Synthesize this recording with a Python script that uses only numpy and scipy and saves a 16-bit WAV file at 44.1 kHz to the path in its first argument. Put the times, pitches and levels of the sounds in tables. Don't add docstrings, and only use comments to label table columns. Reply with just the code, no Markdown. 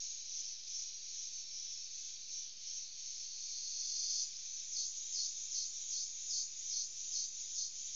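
import sys
import numpy as np
from scipy import signal
from scipy.fft import next_fast_len
from scipy.io import wavfile
from scipy.ndimage import uniform_filter1d

SR = 44100
rng = np.random.default_rng(int(sys.argv[2]) if len(sys.argv) > 2 else 0)


def volts_from_db(level):
    exponent = np.asarray(level, float) / 20
    return 10 ** exponent


def transcribe(signal):
    frames = np.atleast_2d(signal).T
    limited = np.clip(frames, -1, 1)
    pcm = np.round(limited * 32767).astype(np.int16)
    wavfile.write(sys.argv[1], SR, pcm)


N = 350595
TIME = np.arange(N) / SR
TAKEOVER_S = 4.52


def rms_one(x):
    return x / np.sqrt(np.mean(x ** 2) + 1e-20)


def in_time(rows):
    s, *columns = np.transpose(rows)
    return [np.interp(TIME, s, c) for c in columns]


def at_hz(points, hz):
    table_hz, value = np.transpose(points)
    return np.interp(np.log(hz), np.log(table_hz), value)


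def drift(rate_hz):
    r = np.exp(-80 * np.pi * rate_hz / SR)
    white = rng.standard_normal(N // 40 + 2002)
    slow = signal.lfilter([1], [1, -2 * r, r * r], white)[2000:]
    return np.interp(np.arange(N) / 40, np.arange(len(slow)), rms_one(slow))


def resonate(x, hz, width_hz):
    r = np.exp(-np.pi * width_hz / SR)
    pole = [1, -2 * r * np.cos(2 * np.pi * hz / SR), r * r]
    once = signal.lfilter([1, 0, -1], pole, x)
    return rms_one(signal.lfilter([1], pole, once))


def steadied(x, share):
    power = uniform_filter1d(x ** 2, SR // 40)
    return rms_one(x / (power + 0.019) ** (share / 2))


def window(start_s, end_s, rise_s, fall_s, time=TIME):
    opening = 1 + np.tanh((time - start_s) / rise_s)
    closing = 1 + np.tanh((end_s - time) / fall_s)
    return 0.26 * opening * closing


def tymbal_clicks(per_s, spread_db):
    struck = rng.random(N) < per_s / SR
    return struck * volts_from_db(spread_db * rng.standard_normal(N)) * rng.choice([-1, 1], N)


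# f/Hz, density/dB
FLOOR_SPECTRUM = [(20, -0.5), (60, 0), (160, -7), (350, -9), (600, -11.5), (1100, -17), (1400, -16),
                  (2000, -12), (2600, -31.5)]
FLOOR_DB = -77
# t/s, level/dB
WASH = [(0, -84), (2.5, -84), (5, -83), (6, -82), (7.95, -81)]


def river_and_hiss():
    edges_hz = 22 * 2 ** np.arange(0, 7.1, .5)
    white = rng.standard_normal((2, N + SR))
    wash_db, = in_time(WASH)
    out = 0
    for k, (low, high) in enumerate(zip(edges_hz, edges_hz[1:])):
        db = at_hz(FLOOR_SPECTRUM, np.sqrt(low * high)) + (high < 300) * (wash_db - wash_db.mean())
        band = signal.butter(2, [low, high], "band", fs=SR, output="sos")
        out = out + volts_from_db(db) * signal.sosfilt(band, white[k % 2])[SR:]
    hum = volts_from_db(-94.5) * resonate(white[0, :N], hz=350, width_hz=14.0)
    treble = signal.butter(4, 7200, "high", fs=SR, output="sos")
    top_hiss = volts_from_db(-63) * signal.sosfilt(treble, white[1, :N])
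    return volts_from_db(FLOOR_DB) * rms_one(out) + hum + top_hiss


# t/s, f/Hz, level/dB
WHINE_CURVE = [(3.3, 1186, -93), (3.75, 1168, -97), (3.9, 1161, -94), (4.6, 1176, -92), (5.6, 1182, -91),
               (6.5, 1183, -95), (7.95, 1188, -93)]


def whine():
    hz, db = in_time(WHINE_CURVE)
    tone = np.sin(2 * np.pi * np.cumsum(hz) / SR)
    return volts_from_db(db + 3.0 + 2.5 * drift(2.5)) * window(3.3, 9, .03, .03) * tone


HOOTS = [
    (3.345, 783, -85, .07, 302),
    (3.754, 696, -83.5, 0.063, 102),
    (3.72, 742, -87.5, 0.077, -100),
    (5.79, 750, -85, .05, 1499),
    (5.928, 720, -88, .05, -900),
    (6.63, 687, -85, 0.064, 201),
    (6.9, 640, -86, .07, 699),
    (7.253, 1105, -90, .05, 299),
    (7.75, 704, -84.5, .07, -500),
]


def frogs():
    out = 0
    for s, hz, db, length_s, glide in HOOTS:
        age = TIME - s
        puff = np.exp(-(age / length_s) ** 2)
        out = out + volts_from_db(db) * puff * np.sin(2 * np.pi * (hz + glide * age / 2) * age)
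    return out * (1 + 0.59 * drift(25))


CHIRPS = [(0.58, 0.95, 5210, -59), (1.3, 1.86, 5528, -56), (.43, .6, 5500, -56), (.8, 1.35, 5725, -59),
          (.28, .44, 5980, -54), (.71, .85, 5980, -53), (1.163, 1.29, 5975, -54),
          (1.543, 1.68, 5975, -54.5), (1.903, 2.04, 5975, -54), (2.3, 2.452, 5975, -54),
          (2.68, 2.82, 5985, -55), (4.42, 4.6, 5972, -54), (4.94, 5.08, 5975, -54), (6.98, 7.08, 5995, -55),
          (7.36, 7.52, 5980, -56)]


def crickets():
    noise, out = rng.standard_normal(N), np.zeros(N)
    for start_s, end_s, hz, db in CHIRPS:
        span = slice(int((start_s - .2) * SR), int((end_s + .2) * SR))
        whistle = steadied(resonate(noise[span], hz, width_hz=14.0), share=.75)
        out[span] += volts_from_db(db) * window(start_s, end_s, 0.044, 0.033, TIME[span]) * whistle
    return out


def singers(colours, low_hz, high_hz, count, patchy_db):
    pitches_hz = np.linspace(low_hz, high_hz, count)
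    width_hz = 1.1 * (pitches_hz[1] - pitches_hz[0])
    crowd = [tymbal_clicks(per_s=9000, spread_db=0.5) for _ in range(2)]
    later = window(TAKEOVER_S, 20, 0.39, .1)
    out = 0
    for k, hz in enumerate(pitches_hz):
        db = (1 - later) * at_hz(colours[0], hz) + later * at_hz(colours[1], hz)
        db = db + patchy_db * (drift(3.8) + 0.59 * drift(12))
        out = out + (-1) ** (k // 2) * volts_from_db(db) * resonate(crowd[k % 2], hz, width_hz)
    return out / np.sqrt(uniform_filter1d(out ** 2, SR // 8))


def lulls(rows, fall, recover):
    s, db, length_s = np.transpose(rows)[:, :, None]
    moments = TIME[::64]
    age = moments - s
    side_s = length_s * np.where(age < 0, fall, recover)
    depth_db = np.sum(db * np.exp(-(age / side_s) ** 2), axis=0)
    return np.interp(TIME, moments, depth_db)


# f/Hz, density/dB
SHRILL_COLOURS = [
    [(2940, -38), (5000, -14), (5330, -5.5), (5820, -0.5), (6200, -0.5), (6630, -2.5), (6850, -11), (7030, -14.5), (7300, -22), (9490, -53), (16100, -120)],
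    [(3060, -46.5), (5200, -18), (5390, -6), (5700, -6), (5860, 0), (6170, 0.5), (6820, -1.5), (7190, -11.5), (7300, -10.5), (9490, -45), (16100, -120)],
]
MIDDLE_COLOURS = [
    [(1710, -47), (2900, -18.5), (3580, -12.5), (3900, -9), (4210, -7.5), (4560, -6), (4890, -8.5), (5090, -5.5), (5300, 1), (6890, -30), (11700, -120)],
    [(1710, -46), (2900, -16), (3010, -14.5), (3080, -17.5), (3230, -8), (3470, -12), (3690, -4), (4000, -8.5), (4320, -4.5), (4580, -10), (4760, -5), (5130, -4), (5300, 1), (6890, -29), (11700, -120)],
]
LOW_COLOURS = [
    [(880, -48), (1500, -17.5), (1940, -14), (2420, 1.5), (2740, -2.5), (3100, -2), (4030, -30), (6820, -120)],
    [(880, -49), (1500, -17.5), (1870, -20), (2320, -4.5), (2630, -4.5), (2940, -7), (3100, -2), (4030, -30), (6820, -120)],
]
# t/s, level/dB
SONG_VIGOUR = [(0, -45.5), (.42, -45), (.8, -43.5), (1.2, -47.5), (1.65, -48.5), (2.0, -49), (2.4, -45),
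               (2.75, -46.5), (3.2, -50), (3.6, -52.5), (4.2, -52.5), (4.6, -47), (5.5, -46.5), (6.6, -46),
               (7.95, -47)]
# t/s, depth/dB, length/s
SHARED_LULLS = [(0.222, 4.5, 0.087), (0.602, 8.5, 0.089), (0.962, 6, 0.12), (1.305, 1.5, .04),
                (1.47, 5, 0.046), (1.885, 2, .08), (2.222, 5.5, 0.088), (2.541, 10.5, 0.086),
                (2.918, 8.5, 0.067), (3.319, 5.5, .06), (4.36, 0, 0.077), (4.679, 2.5, 0.034),
                (4.893, 3, 0.042), (5.30, 2, 0.048), (5.688, 5, 0.044), (6.103, 3, 0.081),
                (6.494, 6, 0.075), (6.89, 6.5, .06), (7.303, 5.5, 0.048), (7.701, 8, 0.043)]
# t/s, depth/dB, length/s
LOW_LATE_LULLS = [(4.884, 5.5, 0.087), (5.286, 3, 0.098), (5.694, 4, 0.089), (6.051, 4, 0.099),
                  (6.403, 4.5, 0.098), (6.863, 5, 0.099), (7.285, 4.5, .07), (7.635, 6.5, 0.11)]
# level/dB, vigour share/1, early lull share/1, late lull share/1, fall factor/1, recovery factor/1
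CROWD_MIX = [
    (-44.5, 1.01, 1.2, 0.97, 1.07, 1.15),
    (-53.5, .3, 0.32, 0.93, 1, 1.2),
    (-68.5, 0.23, 0.38, 0.92, 1.01, 0.93),
]
TAKEOVER_CHANGE_DB = [0.04, -1.5, -.6]


def chorus():
    vigour_db = uniform_filter1d(in_time(SONG_VIGOUR)[0], SR // 25) + 47
    voices = [singers(SHRILL_COLOURS, 5170, 7226, count=20, patchy_db=3.0),
              singers(MIDDLE_COLOURS, 3050, 5097, count=14, patchy_db=1.53),
              singers(LOW_COLOURS, 1599, 2950, count=8, patchy_db=1.3)]
    early, late = SHARED_LULLS[:10], SHARED_LULLS[10:]
    # t/s, depth/dB, length/s
    hush = [(row[0] - .125, 1.5, 0.023) for row in NEAR_THROBS]
    own_lulls = [late + hush, late, LOW_LATE_LULLS]
    later = window(TAKEOVER_S, 20, .3, .1)
    out = 0
    for voice, own, change_db, mix in zip(voices, own_lulls, TAKEOVER_CHANGE_DB, CROWD_MIX):
        db, follow, first, second, fall, recover = mix
        quiet_db = first * lulls(early, fall, recover) + second * lulls(own, fall, recover)
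        out = out + volts_from_db(db + change_db * later + follow * vigour_db - quiet_db) * voice
    return out


def sag(x):
    shift_hz, reach_s = 119.7, .075
    away_s = np.min([np.abs(TIME - row[0]) for row in NEAR_THROBS], axis=0)
    hz = shift_hz * (np.minimum(away_s / reach_s, 1) ** 2 - .3)
    hz = hz * (TIME > 4.5)
    analytic = signal.hilbert(x, next_fast_len(N))[:N]
    return np.real(analytic * np.exp(2j * np.pi * np.cumsum(hz) / SR))


def forest(x, t60_s, wet_db):
    age = np.arange(SR // 2) / SR
    tail = rng.standard_normal(len(age)) * volts_from_db(-60 * age / t60_s)
    tail *= volts_from_db(wet_db) / np.sqrt(np.sum(tail ** 2))
    return x + signal.fftconvolve(x, tail)[:N]


TYMBAL_HZ = 193.4
SWELL_TOP_S, SWELL_TOP_DB, SWELL_DB_PER_S, SWELL_BEND = 4.23, -46.5, 11.5, 1.16
# centre t/s, effort/dB, length factor/1, extra low-mode level/dB
NEAR_THROBS = [
    (4.809, -45.5, 1.14, 1),
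    (5.211, -45.5, 1.14, 3.5),
    (5.602, -46, 1.18, 0.5),
    (5.985, -46, 1.18, -1),
    (6.374, -45, 1.14, 2),
    (6.777, -45.5, 1.2, 0.5),
    (7.195, -45.5, 1.08, 1.1),
    (7.619, -46.5, 0.98, 1.5),
    (8.025, -52, 1.5, -10),
]
# f/Hz, width/Hz, swell level/dB, throb level/dB, effort slope/1, lead before throb centre/s
BODY_MODES = [(3540, 370, -12, -27, 1.6, 0.027), (3905, 93, -27, -12, 1.3, 0.029),
              (4298, 110, -4, -4, 1.1, .03), (4433, 170, 0, -0.5, 1.1, 0.044),
              (4814, 130, 1.5, -3, 1.8, .062), (5175, 220, -1, -1, 1.4, .07),
              (5550, 85, -5, -7.5, 1.2, .082), (5750, 110, -4, -4, 0.81, .076),
              (5875, 130, -1.5, -3.5, 1.1, 0.063), (6080, 170, -6, -9.5, 1.1, .08),
              (6282, 130, -0.5, 2, .8, 0.081), (6363, 150, 0, -0.5, 0.78, 0.074),
              (6510, 210, -4.5, -3.5, 0.9, 0.11), (6930, 300, -5.5, -7.5, 1.1, 0.16)]


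def near_cicada():
    stroke = 2 * np.pi * np.cumsum(TYMBAL_HZ * (1 + 0.01007 * drift(3))) / SR
    first_tymbal = np.exp(1.6 * (np.cos(stroke) - 1))
    second_tymbal = 0.71 * np.exp(2.2 * (-np.cos(stroke) - 1))
    clicks = (first_tymbal + second_tymbal) * tymbal_clicks(per_s=6000, spread_db=-0.5)
    moments = TIME[::32]
    to_top_s = np.maximum(SWELL_TOP_S - moments, 0)
    effort_db = SWELL_TOP_DB - SWELL_DB_PER_S * to_top_s ** SWELL_BEND
    top_db = effort_db.max()
    out = np.zeros(N)
    for k, (hz, width_hz, swell_db, throb_db, steep, lead_s) in enumerate(BODY_MODES):
        lag_s = 0.017 + 0.53 * lead_s
        lowness = np.clip((6000 - hz) / 1600, 0, 1)
        gain = volts_from_db(top_db + swell_db + steep * (effort_db - top_db))
        gain = gain * window(2.2, 4.19 + lag_s, 0.17, 0.0099, moments)
        for s, db, stretch, low_db in NEAR_THROBS:
            start_s, end_s = s - lead_s * stretch, s + lag_s * stretch
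            gate = window(start_s, end_s, 0.0044, 0.013 + 0.018 * lowness, moments)
            gain += volts_from_db(db - 2.5 + throb_db + lowness * low_db) * gate
        ringing = steadied(resonate(clicks, hz, width_hz), share=0.39)
        out += (-1) ** k * np.interp(TIME, moments, gain) * ringing
    return forest(sag(out) * volts_from_db(-2), t60_s=.5, wet_db=-4.5)


def scene():
    mono = river_and_hiss() + whine() + frogs() + crickets() + chorus() + near_cicada()
    return np.array([mono, mono])


def band_limit(x):
    return signal.sosfilt(signal.butter(12, 15750, fs=SR, output="sos"), x)


def record(dry):
    dull = signal.sosfilt(signal.butter(8, 7150, fs=SR, output="sos"), dry)
    dull = signal.sosfilt(signal.ellip(12, .5, 60, 7570, fs=SR, output="sos"), dull)
    above = signal.butter(3, 11000, "high", fs=SR, output="sos")
    air = volts_from_db(-101) * signal.sosfilt(above, rng.standard_normal(N))
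    offset = .0015
    return band_limit(dull + air + offset)


dry = scene()
out = record(dry)
transcribe(out)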